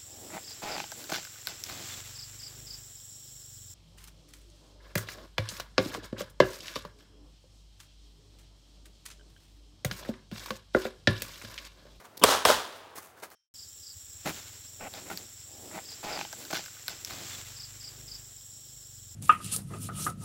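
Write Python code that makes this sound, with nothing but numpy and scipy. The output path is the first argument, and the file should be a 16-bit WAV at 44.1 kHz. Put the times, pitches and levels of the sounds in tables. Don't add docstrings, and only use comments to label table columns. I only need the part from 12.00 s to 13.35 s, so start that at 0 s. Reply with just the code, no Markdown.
import sys
import numpy as np
from scipy import signal
from scipy.fft import rfft, irfft, next_fast_len
from scipy.io import wavfile
from scipy.ndimage import map_coordinates

SR = 44100
rng = np.random.default_rng(int(sys.argv[2]) if len(sys.argv) > 2 else 0)


def transcribe(signal):
    frames = np.atleast_2d(signal).T
    limited = np.clip(frames, -1, 1)
    pcm = np.round(limited * 32767).astype(np.int16)
    wavfile.write(sys.argv[1], SR, pcm)


N = 59535
T = np.arange(N) / SR
SIZE = next_fast_len(2 * N)
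HZ = np.fft.rfftfreq(SIZE, 1 / SR)

FIRST_S, SECOND_S = .2378, .4519
# start_s, blast_db, crack_db, thump_db, ring_db, echo_peak_delay_s, echo_db
SHOTS = [(FIRST_S, 0.92, 0.73, 0, 0, 0.08, 0.18), (SECOND_S, -3.5, -16.5, -1.5, -9.5, 0.048, 0.99)]


def amp(db):
    return 10 ** (np.asarray(db) / 20)


def unit(x):
    return x / np.sqrt(np.mean(x ** 2) + 1e-20)


def along(points, hz=HZ):
    point_hz, values = np.transpose(points)
    return np.interp(np.log(hz + 1), np.log(point_hz + 1), values)


def filtered(x, response):
    return irfft(rfft(x, SIZE) * response, SIZE)[:N]


def noise(spectrum):
    white = rng.standard_normal(N)
    return unit(filtered(white, amp(along(spectrum))))


def fade(t, t60):
    return (t >= 0) * np.exp(-np.log(1000) * np.maximum(t, 0) / t60)


def swell(t, rise_s, t60):
    return np.clip(t / rise_s + 1, 0, 1) * fade(np.maximum(t, 0), t60)


def roll(s, spectrum, t60s, peak_s, start_db):
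    scatter_per_s, scatter_db = 700, 1.8
    knots = rng.standard_normal(int(N * scatter_per_s / SR) + 4)
    lumps = amp(scatter_db * map_coordinates(knots, [T * scatter_per_s]))
    scattered = unit(noise(spectrum) * lumps)
    hz, t, bands = signal.stft(scattered, SR, nperseg=256)
    age = t - s - peak_s
    build_up = amp(start_db * np.clip(-age / peak_s, 0, 1))
    decay = fade(np.maximum(age, 0), along(t60s, hz)[:, None])
    tail = signal.istft(bands * build_up * decay, SR, nperseg=256)[1][:N]
    return tail * np.clip((T - s) / 0.00092, 0, 1)


def air():
    # frequency_hz, relative_level_db
    air_colour = [(25, -11), (50, -14), (88, 6.5), (140, -2), (250, -1.5), (600, 3.5), (1100, 0.5),
                  (2500, -10), (6000, -16), (15000, -22.5)]
    level_db, fall_db_per_s = -57, 3
    return amp(level_db - fall_db_per_s * T) * noise(air_colour)


def lead_in_swell():
    # frequency_hz, relative_level_db
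    swell_colour = [(30, -35), (150, -4), (400, 13.5), (600, -3), (1100, 4), (2100, -20.5), (3100, 2.5),
                    (4000, -17), (8000, -22.5), (15000, -23)]
    # frequency_hz, t60_s
    swell_t60s = [(100, 0.11), (10000, 0.049)]
    start_s, level_db, peak_delay_s = .2145, -22, .022
    return amp(level_db) * roll(start_s, swell_colour, swell_t60s, peak_delay_s, start_db=-11)


def gravel():
    # peak_s, rise_s, t60_s, crunch_db, heel_db
    steps = [(.003, 0.009, 0.16, -86, -50.5), (0.055, 0.022, .08, -59, -49), (.765, 0.017, .2, -56, -69),
             (0.964, 0.016, .1, -45, -49.5), (0.981, 0.019, 0.13, -43.5, -44.5),
             (1.035, 0.029, 0.31, -50, -56), (1.18, .02, 0.37, -63.5, -56.5),
             (1.236, 0.017, 0.12, -46.5, -39), (1.315, 0.0087, 0.18, -53, -54.5)]
    # frequency_hz, relative_level_db
    crunch_colour = [(40, -40), (300, -7), (1500, 6), (4000, 0), (7000, 6), (15000, 5)]
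    heel_colour = [(30, -40), (120, -9), (300, -2), (600, -1), (1200, 0), (2000, -4), (2600, -13),
                   (5000, -12.5), (12000, -18)]
    stone_colour = [(40, -35), (150, -15), (350, 2), (1500, -11), (3000, -10.5), (4500, 0.5), (7000, -10),
                    (15000, -4.5)]
    # start_s, pitch_hz, level_db
    knocks = [(0.954, 450, -44), (0.983, 1080, -36.5), (1.229, 570, -41.5)]
    # start_s, level_db, t60_s
    stones = [(0.172, -40.5, .03), (0.1759, -36.5, 0.023), (0.192, -54, 0.046), (0.1965, -42, 0.036),
              (.9085, -55, 0.0086), (0.984, -43, 0.0099), (1.2003, -49, .015), (1.3027, -45, .015),
              (1.3122, -51, 0.0089), (1.3194, -60, 0.03)]
    grains_per_s, grain_spread_db, knock_t60_s = 3500, 3, 0.032

    out = np.zeros(N)
    for s, rise_s, t60, crunch_db, heel_db in steps:
        hits = rng.random(N) < grains_per_s / SR
        sizes = rng.standard_normal(N) * amp(grain_spread_db * rng.standard_normal(N))
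        crunch = unit(filtered(hits * sizes, amp(along(crunch_colour))))
        footfall = amp(crunch_db) * crunch + amp(heel_db) * noise(heel_colour)
        out += swell(T - s, rise_s, t60) * footfall
    for s, hz, db in knocks:
        out += amp(db) * np.sin(2 * np.pi * hz * (T - s)) * fade(T - s, knock_t60_s)
    clicks = sum(amp(db) * fade(T - s, t60) for s, db, t60 in stones)
    return out + noise(stone_colour) * clicks


def surroundings():
    # frequency_hz, relative_level_db
    berm_colour = [(25, -18), (80, -7), (170, -18.5), (240, -4.5), (320, -16.5), (420, -1.5), (650, -1),
                   (950, 1), (1500, -1.5), (2200, -10.5), (3300, -5.5), (4700, -9), (6500, -10),
                   (10000, -16), (15500, -20.5)]
    woods_colour = [(30, -6), (90, -24), (180, -14), (400, -1), (1100, -3.5), (2200, -9.5), (3500, -3.5),
                    (7000, -10.5), (15000, -15)]
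    # frequency_hz, t60_s
    berm_t60s = [(60, 0.36), (400, 0.39), (1200, 0.45), (4000, 0.39), (14000, 0.27)]
    woods_t60s = [(100, 0.71), (1000, 2.08), (4000, 1), (12000, 0.68)]
    common_db, woods_db, woods_peak_s = -22, -15, 0.046

    out = np.zeros(N)
    for s, *_, peak_s, echo_db in SHOTS:
        berms = roll(s, berm_colour, berm_t60s, peak_s, start_db=-6)
        woods = roll(s, woods_colour, woods_t60s, woods_peak_s, start_db=-12.5)
        out += amp(common_db + echo_db) * (berms + amp(woods_db) * woods)
    return out


def walls():
    # centre_s, level_db
    slaps = [(0.257, -36), (0.274, -27.5), (0.289, -18), (0.312, -25), (0.326, -26), (0.35, -25.5),
             (.473, -21), (0.495, -21), (0.503, -16), (0.515, -23.5), (.530, -25.5)]
    # frequency_hz, relative_level_db
    slap_colour = [(40, -40), (150, -30), (240, -3.5), (320, -2.5), (600, 8), (1000, -0.5), (1550, 0.5),
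                   (2200, -19.5), (3300, -13.5), (7000, -19), (15000, -45)]
    width_s = 0.0038
    clusters = sum(amp(db) * np.exp(-((T - s) / width_s) ** 2) for s, db in slaps)
    return noise(slap_colour) * clusters


def pressure_wave(s):
    # frequency_hz, relative_level_db
    blast_colour = [(30, -62), (100, -26), (220, -36), (410, 3.5), (700, 0.5), (1100, 12.5), (1700, -7),
                    (3100, -5.5), (6000, -19), (15000, -28)]
    bass_lag_s, lag_hz = 0.004276, 994
    phase = 2 * np.pi * (HZ * s + bass_lag_s * lag_hz * np.arctan(HZ / lag_hz))
    wave = irfft(amp(along(blast_colour)) * np.exp(-1j * phase), SIZE)[:N]
    return wave / np.linalg.norm(wave)


def handgun():
    # frequency_hz, relative_level_db
    crack_colour = [(40, -40), (250, -5), (1000, 10), (3200, 4.5), (5400, 6), (6600, -5.5), (8500, 5),
                    (15000, -5.5)]
    puff_colour = [(40, -52), (250, -12.5), (640, 6.5), (950, -6), (1500, -1), (2300, -11), (3500, -5.5),
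                   (4600, -29), (6000, -19), (15000, -23)]
    # pitch_hz, relative_level_db, t60_s
    ring_modes = [(424, -5, 0.052), (634, -16, 0.073), (1130, -5, 0.036), (3168, -11, .03)]
    common_blast_db, common_crack_db, common_thump_db, common_puff_db = 12, -7, -2.5, -16
    crack_t60_s = 0.016
    spray_db, spray_t60_s = -22, 0.087
    thump_lag_s, thump_hz = 0.004144, 746
    puff_rise_s, puff_t60_s = .003, 0.047
    boom_hz, boom_db, boom_lag_s, boom_width_s = 92, -32, 0.021, 0.0058

    out = np.zeros(N)
    for s, blast_db, crack_db, thump_db, ring_db, *_ in SHOTS:
        t = T - s
        out += amp(common_blast_db + blast_db) * pressure_wave(s)

        crack = amp(common_crack_db + crack_db) * fade(t, crack_t60_s)
        spray = amp(spray_db) * fade(t, spray_t60_s)
        out += noise(crack_colour) * (crack + spray)

        pushed = t - thump_lag_s
        u = (np.pi * thump_hz * pushed) ** 2
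        push = (1 - 2 * u) * np.exp(-u)
        out += amp(common_thump_db + thump_db) * push
        puff = noise(puff_colour) * swell(pushed, puff_rise_s, puff_t60_s)
        out += amp(common_puff_db + thump_db) * puff

        for hz, db, t60 in ring_modes:
            onset = np.clip(t * hz, 0, 1)
            out += amp(ring_db + db) * np.sin(2 * np.pi * hz * t) * fade(t, t60) * onset

        late = t - boom_lag_s
        boom = np.sin(2 * np.pi * boom_hz * late) * np.exp(-(late / boom_width_s) ** 2)
        out += amp(boom_db) * boom
    return out


def scene():
    background = air() + lead_in_swell() + gravel()
    return (background + surroundings() + walls() + handgun())[None]


def record(dry):
    clip_level, low_cut_hz, top_hz = .95, 36, 15900
    squashed = dry[0] / (1 + np.abs(dry[0] / clip_level) ** 6) ** (1 / 6)
    low_cut = signal.butter(2, low_cut_hz, "highpass", fs=SR, output="sos")
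    thinned = signal.sosfilt(low_cut, squashed)
    return filtered(thinned, HZ < top_hz)[None]


dry = scene()
out = record(dry)
transcribe(out)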